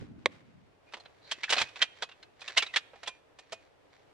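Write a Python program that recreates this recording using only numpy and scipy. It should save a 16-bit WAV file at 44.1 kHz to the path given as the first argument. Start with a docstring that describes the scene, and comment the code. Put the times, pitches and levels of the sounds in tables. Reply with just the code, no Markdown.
"""A snowy forest: one dull hand clap, then a telescoping aluminium ladder is lifted, set down and pulled out
a few metres away. Its tubes slide as gritty noise, squeak as narrow noise bands, chatter against their stops
as bursts of contacts and ring faintly as dying sines; snowy ground and trees give back a thin noise echo.
Soft thuds and rustles are shaped noise. A low rumble dies away at the start and leaves the hush of the forest."""
import sys
import numpy as np
from scipy import signal
from scipy.fft import rfft, irfft
from scipy.io import wavfile
from scipy.ndimage import uniform_filter1d

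SR = 44100
rng = np.random.default_rng(int(sys.argv[2]) if len(sys.argv) > 2 else 0)


def unload_wav(signal):
    """Save mono or channel-first audio to the path in sys.argv[1] as 16-bit WAV at rate SR, clipped to [-1, 1]."""
    wavfile.write(
        sys.argv[1],
        SR,
        np.round(np.clip(np.atleast_2d(signal).T, -1, 1) * 32767).astype(np.int16),
    )


N = 182262
TIME = np.arange(N) / SR

# colour of tube rubbing on tube: frequency_hz, relative level_db (per Hz)
RUB = [(290, -38), (500, -7), (1410, -7.5), (1590, 0), (2010, 0), (2430, -2), (2790, -5), (4080, -2),
       (5080, -11.5), (5660, -8), (13000, -44.5)]
# left-right likeness of diffuse sound: frequency_hz, likeness (0 to 1)
DIFFUSE = [(60, 0.071), (400, 0.0031), (2000, 0.017), (12000, 0)]


def gain_of(db):
    """Decibels to amplitude."""
    return 10 ** (np.asarray(db) / 20)


def evened(x):
    """Scaled to rms 1."""
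    return x / np.sqrt(np.mean(x ** 2) + 1e-20)


def unit(x):
    """Scaled to a mean energy of 1 per channel."""
    return evened(x) / np.sqrt(x.shape[-1])


def read(points, hz):
    """A frequency table read on a log-frequency axis."""
    table_hz, value = np.transpose(points)
    return np.interp(np.log(hz + 1), np.log(abs(table_hz) + 1), value)


def level(curve):
    """A dB curve over time as a gain for every sample."""
    return gain_of(np.interp(TIME, *np.transpose(curve)))


def add(mix, start_s, sound):
    """Mixes a sound in at its start time."""
    part = mix[:, max(round(start_s * SR), 0):][:, :sound.shape[-1]]
    part += sound[..., :part.shape[1]]


def coloured(x, db_at, size=2048):
    """Minimum-phase filter with the gain db_at(Hz), so that attacks stay sharp."""
    hz = abs(np.fft.fftfreq(size, 1 / SR))
    log_gain = np.log(gain_of(np.maximum(db_at(hz), -100)))
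    taps = np.fft.ifft(np.exp(np.conj(signal.hilbert(log_gain)))).real
    return signal.fftconvolve(x, taps[None], axes=1)[:, :x.shape[1]]


def noise_pair(size, colour=((1, 0), (SR, 0)), likeness=None):
    """Noise of a given colour, partly alike at the two microphones."""
    # left-right likeness of direct sound: frequency_hz, likeness (0 to 1)
    direct = [(60, 0.34), (200, 0.37), (500, 0.97), (1300, 0.74), (2600, 0.66), (5000, 0.39), (12000, 0.39)]
    hz = np.fft.rfftfreq(size, 1 / SR)
    left, other = rfft(rng.standard_normal((2, size)))
    same = np.clip(read(direct if likeness is None else likeness, hz), -1, 1)
    right = same * left + np.sqrt(1 - same ** 2) * other
    return evened(irfft(np.array([left, right]) * gain_of(read(colour, hz)), size))


def flutter(depth_db, size):
    """A gain that wanders at random over about size samples."""
    wander = evened(uniform_filter1d(rng.standard_normal(N), size))
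    return evened(gain_of(depth_db * wander))


def strokes(rows, rise_db_per_s, fall_db_per_s):
    """The gain of a series of movements: each swells, holds and dies away."""
    gain = 0
    for start_s, length_s, level_db in rows:
        rise_db = rise_db_per_s * np.maximum(start_s - TIME, 0)
        fall_db = fall_db_per_s * np.maximum(TIME - start_s - length_s, 0)
        gain = gain + gain_of(level_db - rise_db - fall_db)
    return gain


def from_right(x, lag_s, side_db):
    """The left microphone hears the sound later and weaker."""
    delay = np.exp(-2j * np.pi * np.fft.rfftfreq(N, 1 / SR) * lag_s)
    left = irfft(rfft(x[0]) * delay, N)
    return np.array([left * gain_of(-side_db / 2), x[1] * gain_of(side_db / 2)])


def hush():
    """The quiet forest: diffuse noise with a slow swell and a small random flutter."""
    # colour: frequency_hz, relative level_db (per Hz)
    hush_colour = [(15, -44.5), (25, -13.5), (113, -4.5), (237, -15), (286, -4.5), (344, -7), (392, -5),
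                   (448, -3.5), (684, -6), (1230, -13.5), (2640, -18.5), (6160, -31), (12000, -41.5),
                   (15000, -54)]
    # slow change of level: time_s, level_db
    swell = [(0, 0), (.55, -1), (.78, 1), (1, 3.5), (3.3, 2), (4.13, 2.5)]
    return gain_of(-65.5) * noise_pair(N, hush_colour, DIFFUSE) * level(swell) * flutter(.7, size=4000)


def rumble():
    """Air on the microphones: low, fluttering noise that fades steadily, then closes to silence."""
    # colour: frequency_hz, relative level_db (per Hz)
    rumble_colour = [(18, -54), (30, -29), (87, 1), (273, 1.5), (412, -11.5), (485, -16), (526, -22),
                     (1150, -28.5), (1320, -40.5), (1500, -23), (1950, -57), (3300, -120)]
    start_db, fade_db_per_s = -47.5, 32
    fade = gain_of(start_db - fade_db_per_s * TIME) * np.interp(TIME, [.65, .9], [1, 0])
    return noise_pair(N, rumble_colour, DIFFUSE) * flutter(1.3, size=1500) * fade


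def rustle():
    """Boots and cloth of someone moving in snow: fluttering noise in short strokes."""
    # movements: start_s, length_s, level_db
    moves = [(0, 0.0075, -57), (.2, 0.022, -69), (.325, 0.016, -59), (.47, 0.2, -75)]
    colour = [(200, -9.5), (700, 0.0), (2000, 0.5), (4000, -7.5), (8000, -19), (13000, -40.5)]  # (Hz, dB)
    gain = strokes(moves, rise_db_per_s=599.5, fall_db_per_s=150)
    return noise_pair(N, colour, DIFFUSE) * gain * flutter(2.2, size=200)


def thuds(size=8192):
    """Ladder feet and boots push softly against snow and frame: low noise bumps with a rounded onset."""
    # bumps: start_s, level_db (before the envelope), pitch_hz, t60_s
    bumps = [(.016, -27.5, 167, 0.069), (0.534, -57, 119, 0.86), (.605, -62, 124, .2),
             (1.379, -46, 256, 0.047), (1.61, -40.5, 126, 0.12), (2.025, -54, 234, 0.061),
             (2.573, -33.5, 378, .05)]
    t, out = np.arange(size) / SR, np.zeros((2, N))
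    for start_s, level_db, hz, t60_s in bumps:
        colour = [(hz / 4, -32), (hz / 2, -9), (hz, 0), (hz * 2, -5), (hz * 5, -35), (hz * 20, -80)]
        push = noise_pair(size, colour, DIFFUSE)
        envelope = (1 - np.exp(-t / 0.0043)) * gain_of(-60 * t / t60_s)
        add(out, start_s, gain_of(level_db) * push * envelope)
    return out


def clap(start_s=.2586, energy_db=6.5, size=4096):
    """Air bursts from between the palms and takes the colour of their hollow; things nearby scatter it."""
    # colour of the hollow: frequency_hz, relative level_db (per Hz)
    hollow = [(59, -58), (100, -29), (229, -19), (502, 0.5), (592, -2), (713, -12), (1100, -8.5),
              (1350, -22), (2050, -3.5), (3030, -20), (3290, -11.5), (3890, -11.5), (4780, -24),
              (8010, -32.5), (14000, -57.5)]
    t, out = np.arange(size) / SR, np.zeros((2, N))
    # the palms meet over a few milliseconds: a flat spectrum, smeared in time
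    smear = rfft(rng.standard_normal(size) * np.exp(-t / 0.002))
    flat = irfft(smear / (abs(smear) + 1e-9), size)[None]
    burst = unit(flat * np.exp(-(t / 0.0073) ** 2))
    scatter = gain_of(-13.0) * unit(noise_pair(size) * np.exp(-t / .006))
    hands = coloured(burst + scatter, lambda hz: read(hollow, hz))
    add(out, start_s, gain_of(energy_db) * unit(hands))
    return out


def trees(x, level_db=-24, t60_s=0.63):
    """Trunks scatter a weak, late echo from all sides: a swelling, dying noise tail."""
    # colour of the echo: frequency_hz, relative level_db
    echo = [(100, 1.5), (500, 5.5), (2500, 0.5), (6000, -5.5), (12000, 6)]
    t = np.arange(SR) / SR
    tail = noise_pair(SR, echo, DIFFUSE) * (1 - np.exp(-t / 0.033)) * gain_of(-60 * t / t60_s)
    return gain_of(level_db) * signal.fftconvolve(x, unit(tail), axes=1)[:, :N]


def scrape():
    """Tubes slide in their sleeves: rubbing noise plus grit that catches as sparse, tiny ticks."""
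    # sliding strokes: start_s, length_s, level_db
    slides = [(.89, 0.3, -72), (1.28, 0.35, -58), (1.55, .05, -41), (1.78, 0.022, -52),
              (1.97, 0.017, -58.5), (2.1, .1, -74.5), (2.43, 0.24, -53.5), (2.96, 0.18, -65),
              (3.41, 0.23, -69), (3.93, 0.063, -67.5)]
    catches = rng.standard_normal(N) * (rng.random(N) < 220 / SR)  # about 220 a second
    tick = noise_pair(512, RUB) * np.exp(-TIME[:512] / .0015)
    grit = evened(signal.fftconvolve(catches[None], tick, axes=1)[:, :N])
    rubbing = noise_pair(N, RUB) * flutter(1.2, size=150)
    return evened(rubbing + 1.1 * grit) * strokes(slides, rise_db_per_s=380, fall_db_per_s=210)


def squeak(length_s, hz, width_hz, level_db):
    """Friction in the collar feeds one resonance of the tube for the length of a stroke."""
    f = np.geomspace(100, 16000, 600)
    colour = np.transpose([f, -20 * np.log10(1 + (2 * (f - hz) / width_hz) ** 2)])
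    size = max(round(length_s * SR), 64)
    return gain_of(level_db) * noise_pair(size, colour) * signal.windows.tukey(size, .8)


def approach(knock_db, rub_db=-27, swell_s=0.0043, size=660):
    """The tube rubs harder in the last moments before it meets its stop."""
    swell = np.exp(-np.arange(size)[::-1] / SR / swell_s)
    return gain_of(knock_db + rub_db) * noise_pair(size, RUB) * swell


def mode(t, hz, t60_s, spread_s=.000025):
    """A dying sine that reaches the two microphones a little out of step."""
    offset_s = spread_s * rng.standard_normal((2, 1))
    return gain_of(-60 * t / t60_s) * np.sin(2 * np.pi * hz * (t + offset_s))


def knock(stretch, ring_db, knock_db, part_hz, part_db, rung_hz, body_db, edge_db, size=16384):
    """A tube hits its stop and chatters; frame clacks, struck part and rung sing briefly, tubes ring on."""
    # colour of the frame: frequency_hz, relative level_db (per Hz)
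    clack_colour = [(71, -66.5), (120, -30), (176, -41), (224, -13), (280, -20), (387, -10), (710, -4),
                    (852, -5.5), (2110, -5), (2390, -7), (3230, -4), (3500, -2.5), (7700, -17.5),
                    (10900, -33), (15000, -59.5)]
    # modes of the hollow tubes: pitch_hz (before the stretch), relative level_db, t60_s
    tube_modes = [(1550, -23, .3), (1800, -21, .3), (2455, -2.5, 0.24), (2650, -13.5, 0.22),
                  (2660, -11, 0.24), (2890, -8, 0.18), (3190, -10.5, 0.18), (3700, -17, 0.099),
                  (3830, -19, 0.2), (3950, -18, 0.1), (6200, -30.5, .25), (6740, -24.5, .25)]
    t = np.arange(size) / SR
    # the first contact is followed by a quick flurry as the loose joint settles
    settle = t / .0022
    hits = rng.standard_normal(size) * (rng.random(size) < 1100 / SR)
    contacts = 5.1 * hits * np.sqrt(settle) * np.exp(-1.2 * settle)
    contacts[0] = 1
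    # crowded modes of the frame, damped by hands and plastic collars: a fast and a slower decay of power
    decay = gain_of(-120 * t / 0.058) + gain_of(-55.5 - 120 * t / .11)
    shaken = signal.fftconvolve(contacts ** 2, decay)[:size]
    frame = unit(noise_pair(size) * np.sqrt(abs(shaken)))
    low_db, high_db = body_db + 13, 1.1 * (edge_db + 14.5)

    def clack_db(hz):
        """Frame colour with this knock's own low body and bright edge."""
        low_shelf = low_db / (1 + (hz / 1200) ** 4)
        high_shelf = high_db / (1 + (4800 / (hz + 1)) ** 4)
        return read(clack_colour, hz) + low_shelf + high_shelf

    clack = coloured(frame + 0.74 * unit(contacts), clack_db)
    detune = 1 + 0.014 * rng.standard_normal()  # no two rails are quite alike
    part = gain_of(part_db) * unit(mode(t, part_hz * detune, 0.038) * (1 - np.exp(-t / 0.0026)))
    rung = gain_of(np.minimum(body_db, 0) - 2.0) * unit(mode(t, rung_hz * detune, 0.088))
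    tubes = 0
    for hz, mode_db, t60_s in tube_modes:
        varied = gain_of(mode_db + 0.48 * rng.standard_normal())
        tubes = tubes + varied * mode(t, hz * stretch, t60_s)
    blow = unit(unit(clack) + part + rung)
    return gain_of(knock_db + 12.5) * blow + gain_of(ring_db) * unit(tubes)


def ladder():
    """Each knock lands on one rail, then the other, over the gritty scrape and squeaks of sliding tubes."""
    # a tube sings as it rubs through its collar: middle_s, length_s, pitch_hz, width_hz, level_db
    squeaks = [(.891, .069, 2420, 350, -66), (1.279, 0.16, 4130, 650, -60),
               (1.412, 0.072, 2010, 350, -60.5), (1.484, 0.014, 1750, 400, -40),
               (1.814, .035, 1830, 1100, -40.5), (2.605, 0.043, 2780, 300, -34),
               (2.689, .074, 2580, 200, -53), (3.067, .024, 3000, 1500, -45.5)]
    # grip and overlap detune and damp the tubes: time_s, pitch_factor, ring_db
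    grip = [(.95, 1.04, -3), (1.43, 1.06, 3), (1.6, 1.022, 1.5), (1.82, .983, -3), (2.029, 1.03, 0),
            (2.42, 1.07, 1.5), (2.76, 1.002, -5.5), (3.08, 0.98, 7), (3.52, 1.01, 4)]
    # knocks: start_s, level_db (relative), struck part_hz (before detune), part_db, rung_hz (before detune),
    # low body_db (relative), bright edge_db (relative), second rail's lag_s
    knocks = [(0.922, -41.5, 2690, -3, 1360, -9, -14, 0.0023),
              (.937, -26.5, 2910, -12.5, 964, -12.5, -22, 0.0045),
              (.969, -36.5, 3540, -13, 614, -2, -16, 0.0041),
              (.9995, -40, 4170, 2.5, 775, -11, -12.5, .005),
              (1.056, -39.5, 3993, -3.5, 1240, -16.5, -36, .003),
              (1.3133, -16.5, 3224, -4, 1296, -23.5, -16, 0.0064),
              (1.4338, -17.5, 2290, -3, 770, -26, -24, 0.0046),
              (1.4933, -21, 1567, -2.5, 1300, -17, -20, 0.0021),
              (1.5026, -13, 2920, -6.5, 705, -15, -10.5, 0.0049),
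              (1.5244, -8.5, 2990, -8.5, 697, -15.5, -16.5, .008),
              (1.566, -17.5, 4170, -5.5, 772, -12, -23.5, 0.0041),
              (1.582, -11, 2594, -2, 1340, -20.5, -23, .004),
              (1.600, -18.5, 2584, -6, 935, -13.5, -13, .008), (1.6153, -13, 2372, -8, 800, -16, -16, .002),
              (1.686, -39.5, 2475, -8, 1100, -23, -20, .004),
              (1.758, -29.5, 2593, -5.5, 785, -18, -21.5, 0.0082),
              (1.8185, -7, 3184, -3.5, 1330, -24.5, -23, .0035),
              (2.023, -18.5, 3366, -8, 1076, -15.5, -18, 0.0046),
              (2.091, -39.5, 2740, -7.5, 692, -12.5, -23, .004),
              (2.1155, -39, 2775, -3, 579, -25, -32, .004),
              (2.228, -38.5, 4115, -6, 790, -24, -22.5, 0.0019),
              (2.4059, -42, 4030, -4, 468, -20.5, -9, .003),
              (2.4164, -33, 2480, -5, 1026, -15, -15.5, .002),
              (2.478, -24, 2710, -4, 1210, -22.5, -17.5, .004),
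              (2.496, -33, 1740, -6.5, 650, -10, -21.5, .004),
              (2.568, -14.5, 2130, 2.5, 1070, -11.5, -19.5, .003),
              (2.574, -5.5, 2884, -6, 680, -23, -15, .005),
              (2.623, -15.5, 2306, -3, 1005, -20.5, -20, 0.0031),
              (2.6632, -28, 3815, 4.5, 1330, -21, -23, .003), (2.739, -19, 1904, 5, 1400, -21, -22, 0.0044),
              (2.7613, -9, 1760, -7, 1280, -27, -20.5, 0.0039),
              (2.934, -38.5, 1610, -12, 636, 1, -56, 0.0038), (2.957, -41.5, 1800, -6, 830, 2, -15, 0.0042),
              (3.032, -31, 1875, -6.5, 681, -8.5, -13, 0.0028),
              (3.0746, -21.5, 3400, -7, 1030, -8.5, -9, .003),
              (3.388, -37.5, 1787, -10, 529, -8, -7.5, 0.0049),
              (3.523, -25, 664, -7.5, 662, -8.5, -8.5, .006)]
    ring_offset_db, ring_growth = -2.5, 0.93  # the ring grows a little less than the blow (dB per dB)
    second_rail_db = -.5
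    held_rail_db = 13.5  # the hand damps the ring of the second rail
    out = scrape()
    for middle_s, length_s, *voice in squeaks:
        add(out, middle_s - length_s / 2, squeak(length_s, *voice))
    grip_s, stretches, free_db = np.transpose(grip)
    for start_s, knock_db, *tone, lag_s in knocks:
        rub = approach(knock_db)
        add(out, start_s - rub.shape[1] / SR, rub)
        stretch = np.interp(start_s, grip_s, stretches)
        ring_db = ring_offset_db + ring_growth * knock_db + np.interp(start_s, grip_s, free_db)
        add(out, start_s, knock(stretch, ring_db, knock_db, *tone))
        second = knock(stretch, ring_db - held_rail_db, knock_db + second_rail_db, *tone)
        add(out, start_s + lag_s, second)
    return out


def scene():
    """Clap and ladder stand a little to the right, among the trees."""
    background = hush() + rumble() + rustle()
    hands = from_right(clap(), lag_s=.000028, side_db=1.8)
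    metal = from_right(ladder(), lag_s=.000035, side_db=2.5)
    return background + thuds() + hands + metal + trees(metal + hands / 2)


def record(dry):
    """The recorder's band limit: a steep low-pass."""
    edge_hz = 15650
    taps = signal.firwin(511, edge_hz, window=("kaiser", 9), fs=SR)
    return signal.oaconvolve(dry, taps[None], "same")


dry = scene()
out = record(dry)
unload_wav(out)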